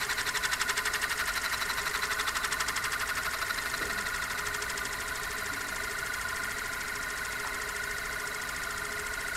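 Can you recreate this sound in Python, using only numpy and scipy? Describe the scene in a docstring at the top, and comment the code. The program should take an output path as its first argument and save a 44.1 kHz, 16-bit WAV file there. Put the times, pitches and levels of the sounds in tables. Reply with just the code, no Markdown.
"""First comes a fast, rasping warble: a heavy steel disc wobbling on a mirror base, close to one microphone.
Its contact circles about 13 times a second, slowly speeding up, driving the plate's modes, each loudest
at its own places on the circle, and hissing over a scuffed spot. A rough arc of the rim rasps once a turn
until the sinking disc rolls off it. Farther back lies a quiet room with a few soft bumps."""
import sys
import numpy as np
from scipy import signal
from scipy.fft import rfft, irfft, next_fast_len
from scipy.io import wavfile
from scipy.ndimage import uniform_filter1d, map_coordinates

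SR = 44100
rng = np.random.default_rng(int(sys.argv[2]) if len(sys.argv) > 2 else 0)


def master(y):
    """Save y as 16-bit WAV."""
    cut = np.clip(np.atleast_2d(y).T, -1, 1)
    pcm = np.round(cut * 32767)  # scale
    wavfile.write(sys.argv[1], SR, pcm.astype(np.int16))


N = 412776
TIME = np.arange(N) / SR


def amp(db):
    """Decibels to gain."""
    return 10 ** (np.asarray(db) / 20)


def unit(x):
    """x at rms 1."""
    return x / np.sqrt(np.mean(x ** 2) + 1e-20)


def along(points, hz):
    """(Hz, value) points read on a log axis."""
    f, v = np.transpose(points)
    return np.interp(np.log(hz + 1), np.log(f + 1), v)


def white():
    """Noise of 0 dB per Hz."""
    return rng.standard_normal(N) * np.sqrt(SR / 2)


def wander(rate):
    """A smooth random curve with rate knots a second."""
    return map_coordinates(rng.standard_normal(int(TIME[-1] * rate) + 4), [TIME * rate])


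def filtered(x, response):
    """x times a complex response of frequency."""
    m = next_fast_len(N + SR // 2, real=True)
    return irfft(rfft(x, m) * response(np.fft.rfftfreq(m, 1 / SR)), m)[:N]


def coloured(x, spectrum):
    """x with the gains of (Hz, dB) points."""
    return filtered(x, lambda f: amp(along(spectrum, f)))


def resonate(x, hz, width):
    """x through a steep-sided resonance."""
    return filtered(x, lambda f: (1j * f * width / (hz * hz - f * f + 1j * f * width)) ** 2)


def turns(start, rate, speed_up, growth):
    """Turns travelled by the contact, from rate turns a second, ever faster as the disc sinks."""
    return start + rate * TIME + speed_up * TIME ** 2 / 2 + growth * TIME ** 3 / 6


def patch(turn, centre, half_width, order=2):
    """1 while the contact is on a stretch of its circle, 0 away from it."""
    return np.exp(-np.abs(((turn - centre + .5) % 1 - .5) / half_width) ** order / 2)


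def coupling(turn, waves, best, share):
    """How well a mode is driven as the contact crosses its crests and nodes."""
    return 1 - share + share * np.cos(2 * np.pi * round(waves) * (turn - best))


def grit(turn, spiky_db, repeat, marks_per_lap=3600):
    """Contact force of 0 dB per Hz: clumped impacts on marks that recur, renewed as the track creeps."""
    clumps = unit(uniform_filter1d(rng.standard_normal(N), size=24))
    fresh = rng.standard_normal((int(turn[-1]) + 20, marks_per_lap))
    laps = signal.lfilter([np.sqrt(1 - repeat ** 2)], [1, -repeat], fresh, axis=0)
    marks = laps.ravel()[((turn + 10) * marks_per_lap).astype(int)]
    return unit(marks * amp(spiky_db * clumps)) * np.sqrt(SR / 2)


# The room's air: f/Hz, level/dB per Hz
ROOM_AIR = [(15, -74), (35, -67.5), (60, -71), (90, -75), (160, -77.5), (250, -78), (320, -81), (520, -83),
            (1000, -86), (4000, -111.5), (15000, -108)]
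# Its hum: f/Hz, level/dB
ROOM_HUM = [(53, -57.5), (120, -66.5), (263, -63)]
def room_tone():
    """All round the microphone: still air, a faint hum and a low rumble that swells once."""
    peak_s, half_length_s = 4.5, 1.57
    swell = amp(-54.5) * np.exp(-((TIME - peak_s) / half_length_s) ** 2 / 2)
    rumble = swell * unit(resonate(white(), hz=73.6, width=166))
    hum = sum(amp(db) * np.sqrt(2) * np.sin(2 * np.pi * (hz * TIME + rng.random()))
              for hz, db in ROOM_HUM)
    return coloured(white(), ROOM_AIR) + rumble + hum


# Soft bumps: t/s, f/Hz, width/Hz, envelope level/dB, t60/s
ROOM_BUMPS = [(3.805, 380, 260, -35, .3), (3.85, 200, 22, -46, .7), (5.51, 285, 22, -39, .4),
              (7.44, 1000, 900, -30, .15)]
def bumps():
    """Dull knocks, back in the room, that swell briefly and die away."""
    out = np.zeros(N)
    for start, hz, width, db, t60 in ROOM_BUMPS:
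        age = np.maximum(TIME - start, 0)
        envelope = amp(db - 60 * age / t60) * (1 - np.exp(-age / 0.011))
        out += envelope * unit(resonate(white(), hz, width))
    return out


# Decay of the room: f/Hz, t60/s
WALL_DECAY = [(200, 1), (2000, 0.36), (12000, 0.54)]
def walls(x):
    """The walls' short answer reaches the microphone 5 ms late and lingers longest in the bass."""
    hz, t, spectra = signal.stft(rng.standard_normal(SR // 2), SR, nperseg=256)
    decay = amp(-60 * t / along(WALL_DECAY, hz)[:, None])
    tail = signal.istft(spectra * decay, SR, nperseg=256)[1]
    return signal.fftconvolve(x, np.pad(tail / np.linalg.norm(tail), (SR // 200, 0)))[:N]


# Waviness of the rim: waves round it, drive level/dB, beats per turn of drift, loudest drift/turn
RIM_WAVINESS = [(31, -49.5, 2, 0.25), (32, -58, 3, 0.092), (33, -49.5, 3, 0.14), (34, -57, 2, 0.28),
                (35, -50.5, 2, .3), (36, -51, 2, .3)]
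def base_ring(mirror, rim):
    """Under the disc, rim waves glide up through the base's lowest mode, beating as the rim drifts."""
    drive = amp(-64.5) * grit(rim, spiky_db=2, repeat=0.7)
    for waves, db, beats, best in RIM_WAVINESS:
        beat = coupling(mirror - rim, beats, best, share=0.41)
        drive += amp(db) * beat * np.sqrt(2) * np.sin(2 * np.pi * (round(waves) * rim + rng.random()))
    return resonate(drive * coupling(mirror, 1, best=0.94, share=0.34), hz=417.2, width=35.7)


# Specks on the mirror: from t/s, to t/s, place/turn, relative level/dB
MIRROR_SPECKS = [(1.2, 4.9, .255, -25), (5.0, 7.4, .16, -23.5)]
# Colour of their click: f/Hz, level/dB
CLICK_COLOUR = [(600, -22), (1500, -1), (3000, 0), (5000, -7), (9000, -13), (15000, -19)]
def ticks(mirror, rim):
    """Specks click under the contact once a lap, and a nick in the rim adds a thin high tick."""
    blows = np.zeros(N)
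    for start, stop, turn, db in MIRROR_SPECKS:
        hits = np.flatnonzero(np.diff(np.floor(mirror - turn)))
        sizes = amp(db + 13.5) * (1 + rng.uniform(-0.43, 0.74, len(hits)))
        blows[hits] += sizes * (TIME[hits] > start) * (TIME[hits] < stop)
    t = TIME[:SR // 50]
    chatter = rng.standard_normal(len(t)) * amp(-60 * t / 0.01)
    clicks = coloured(signal.fftconvolve(blows, chatter / np.linalg.norm(chatter))[:N], CLICK_COLOUR)
    nick = np.interp(TIME, [1.5, 3, 6.5, 8], [0, 1, 1, 0]) * patch(rim, centre=0.145, half_width=0.016)
    return clicks + amp(-74) * resonate(white() * nick, hz=12300, width=890)


def rough_arc(rim):
    """Roughness under the contact: the sinking disc rolls on ever less of the arc, then leaves it."""
    life_s, fade_db = 5.7, 14.5
    age = TIME / life_s
    centre = -0.011 - 0.15 * age ** 2
    half_width = np.maximum(0.19 - 0.13 * age, .03)
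    return amp(-.5 - fade_db * age ** 4) * patch(rim, centre, half_width, order=3)


def reflection(x, mirror, delay_s, swing, farthest, echo):
    """A bounce off disc and mirror whose path to the microphone changes round the lap: a swooping comb."""
    lag = delay_s * (1 + swing * np.cos(2 * np.pi * (mirror - farthest)))
    return (x - echo * map_coordinates(x, [(TIME - lag) * SR])) / np.sqrt(1 + echo ** 2)


# The contact on smooth rim, rough arc and scuffed mirror: f/Hz, relative level/dB per Hz
SMOOTH_HISS = [(250, -100), (900, -80.5), (2400, -79.5), (3300, -87), (4600, -87), (5900, -87.5),
               (6500, -83), (8300, -85), (9800, -85), (11000, -87), (12600, -89.5), (14000, -91),
               (15500, -102)]
ARC_RASP = [(500, -111), (850, -69.5), (1050, -68.5), (1800, -57.5), (2400, -70.5), (3200, -72.5),
            (4000, -66), (4700, -73), (5400, -73.5), (7000, -78.5), (8000, -75.5), (10300, -84),
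            (12000, -78), (15000, -98)]
SCUFF_SWISH = [(2500, -105), (4600, -81.5), (5200, -70), (5700, -75), (6200, -78), (7200, -74),
               (8300, -73.5), (9500, -83), (12000, -132), (15500, -105)]
def hiss(mirror, rim, rough):
    """Close up: fine hiss, the arc's rasp, and a swish over the scuff, strongest when the arc meets it."""
    all_round = coupling(mirror, 1, best=0.14, share=0.15)
    smooth = coloured(grit(rim, spiky_db=3, repeat=0.68) * all_round, SMOOTH_HISS)
    bite = 0.76 + 0.47 * patch(mirror, centre=0.042, half_width=0.038)
    rasp = coloured(grit(rim, spiky_db=1.5, repeat=0.9) * rough * bite, ARC_RASP)
    scuff = patch(mirror, centre=0.078, half_width=0.047)
    scuff += 0.32 * patch(mirror, centre=0.86, half_width=0.04)
    swish = coloured(grit(mirror, spiky_db=0.5, repeat=0.65) * scuff * (1 + 1.54 * rough), SCUFF_SWISH)
    return swish + reflection(smooth + rasp, mirror, delay_s=0.000561, swing=0.12, farthest=0.66, echo=0.35)


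# Bright modes: f/Hz, width/Hz, relative level/dB, crest/turn, half width/turn
BRIGHT_MODES = [(4070, 190, -36, -0.36, 0.059), (3575, 310, -37, -.08, 0.051),
                (2810, 410, -39, 0.19, 0.061)]
def bright_ring(mirror, rough):
    """The rough arc rings each bright mode where it passes over that mode's crest."""
    return rough * sum(amp(db) * patch(mirror, turn, half_width) * unit(resonate(white(), hz, width))
                       for hz, width, db, turn, half_width in BRIGHT_MODES)


# Rippled stretches of the mirror: f/Hz, pitch spread/Hz, relative level/dB, place/turn, half width/turn
MIRROR_RIPPLES = [(1465, 50.2, -37, 0.61, 0.084), (1432, 60.2, -39, 0.068, 0.097),
                  (1960, 110.5, -40.5, 0.83, 0.042), (1855, 110, -45.5, 0.33, 0.059),
                  (1797, 80, -45, .1, 0.029), (2122, 100, -43, .28, 0.047), (655, 69.8, -54, 0.74, 0.066),
                  (3970, 250, -51.5, 0.656, 0.052), (4250, 250, -52, 0.22, 0.05)]
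def singing(mirror, force):
    """Each rippled stretch draws a short note from the plate, so that the lap warbles."""
    out = np.zeros(N)
    for hz, spread, db, turn, half_width in MIRROR_RIPPLES:
        pitch = hz + spread / 2 * wander(rate=120)
        envelope = amp(db + 1.5 * wander(rate=3.03)) * patch(mirror, turn, half_width)
        out += envelope * np.sqrt(2) * np.sin(2 * np.pi * np.cumsum(pitch) / SR)
    rise_db = np.interp(TIME, [0, 3.5, 7.5], [-3, -1, 1.5])  # the flatter the disc, the more it sings
    return force * out * amp(rise_db)


# Modes of the steel plate: f/Hz, width/Hz, relative level/dB per Hz, waves round the circle,
# best driven at/turn, share that depends on place/0-1
PLATE_MODES = [(661.5, 110, -72.5, 1, 0.58, 0.28), (940, 54, -74.5, 1, 0.023, 0.95),
               (1025.5, 59, -65.5, 1, 0.18, 0.1), (1077, 53, -71.5, 1, 0.067, 0.06),
               (1201, 42, -64.5, 1, 0.39, 0.52), (1333, 130, -67, 1, 0.016, 0.97),
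               (1446, 83, -58, 1, 0.566, 0.77), (1485, 226, -65.5, 1, 0.53, 0.71),
               (1510, 260, -67.5, 1, 0.016, 0.81), (1810, 206, -65.5, 1, 0.18, 0.57),
               (1875, 220, -63, 2, 0.31, 0.74), (1948, 250, -69.5, 1, 0.82, 0.84),
               (2066, 135, -65.5, 1, .31, 0.93), (2166, 115, -74.5, 1, 0.086, 0.22),
               (2782, 410, -78, 1, 0.14, 0.85), (3280, 270, -76, 1, 0.11, 0.77),
               (3685, 310, -78.5, 1, 0.017, 0.68), (3957, 310, -74.5, 1, 0.65, 0.63),
               (4240, 430, -80.5, 1, 0.36, 0.26), (4600, 270, -78, 1, 0.86, 0.5),
               (4826, 190, -77.5, 1, 0.45, 0.52), (5460, 570, -83, 1, 0.49, 1),
               (9740, 790, -82, 1, 0.31, 0.78), (12300, 1800, -86, 1, 0.46, 0.36)]
def plate(mirror, rim, force, rough):
    """Nearest the microphone: marks on rim and mirror ring the modes, each swelling where best driven."""
    drives = []
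    for _ in range(3):
        marks = grit(rim, spiky_db=1, repeat=0.96) + 0.7 * grit(mirror, spiky_db=1, repeat=0.96)
        drives.append(0.77 * force * marks)
    out = np.zeros(N)
    for k, (hz, width, db, waves, best, share) in enumerate(PLATE_MODES):
        # the arc's fine grain hardly stirs the lowest mode
        stir = np.interp(hz, [650, 950, 1490, 2130, 2700, 5000], [0.24, 1.35, 0.98, 0.88, 1.16, 1.0])
        drive = drives[k % len(drives)] * (1 + 1.42 * rough * stir)
        out += amp(db) * resonate(drive * coupling(mirror, waves, best, share), hz, width)
    return out


def scene():
    """The disc on its base in front, the room well behind."""
    slip = .003 * wander(rate=2)  # no lap is quite as long as the last
    # the contact's place on the mirror and on the rim, in turns
    mirror = turns(start=-.560, rate=12.3162, speed_up=.14316, growth=.00855) + slip
    rim = turns(start=-.293, rate=11.7606, speed_up=.15663, growth=.00801) + slip
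    rough = rough_arc(rim)
    force = amp(.5 - 0.1026 * TIME)  # the rolling force slowly ebbs
    disc = plate(mirror, rim, force, rough) + singing(mirror, force) + bright_ring(mirror, rough)
    disc += force * hiss(mirror, rim, rough) + ticks(mirror, rim)
    return (disc + amp(-15.5) * walls(disc) + base_ring(mirror, rim) + bumps() + room_tone())[None]


def record(dry):
    """One microphone into a recorder that keeps nothing above 15750 Hz."""
    return filtered(dry[0], lambda f: f < 15750)[None]


dry = scene()
out = record(dry)
master(out)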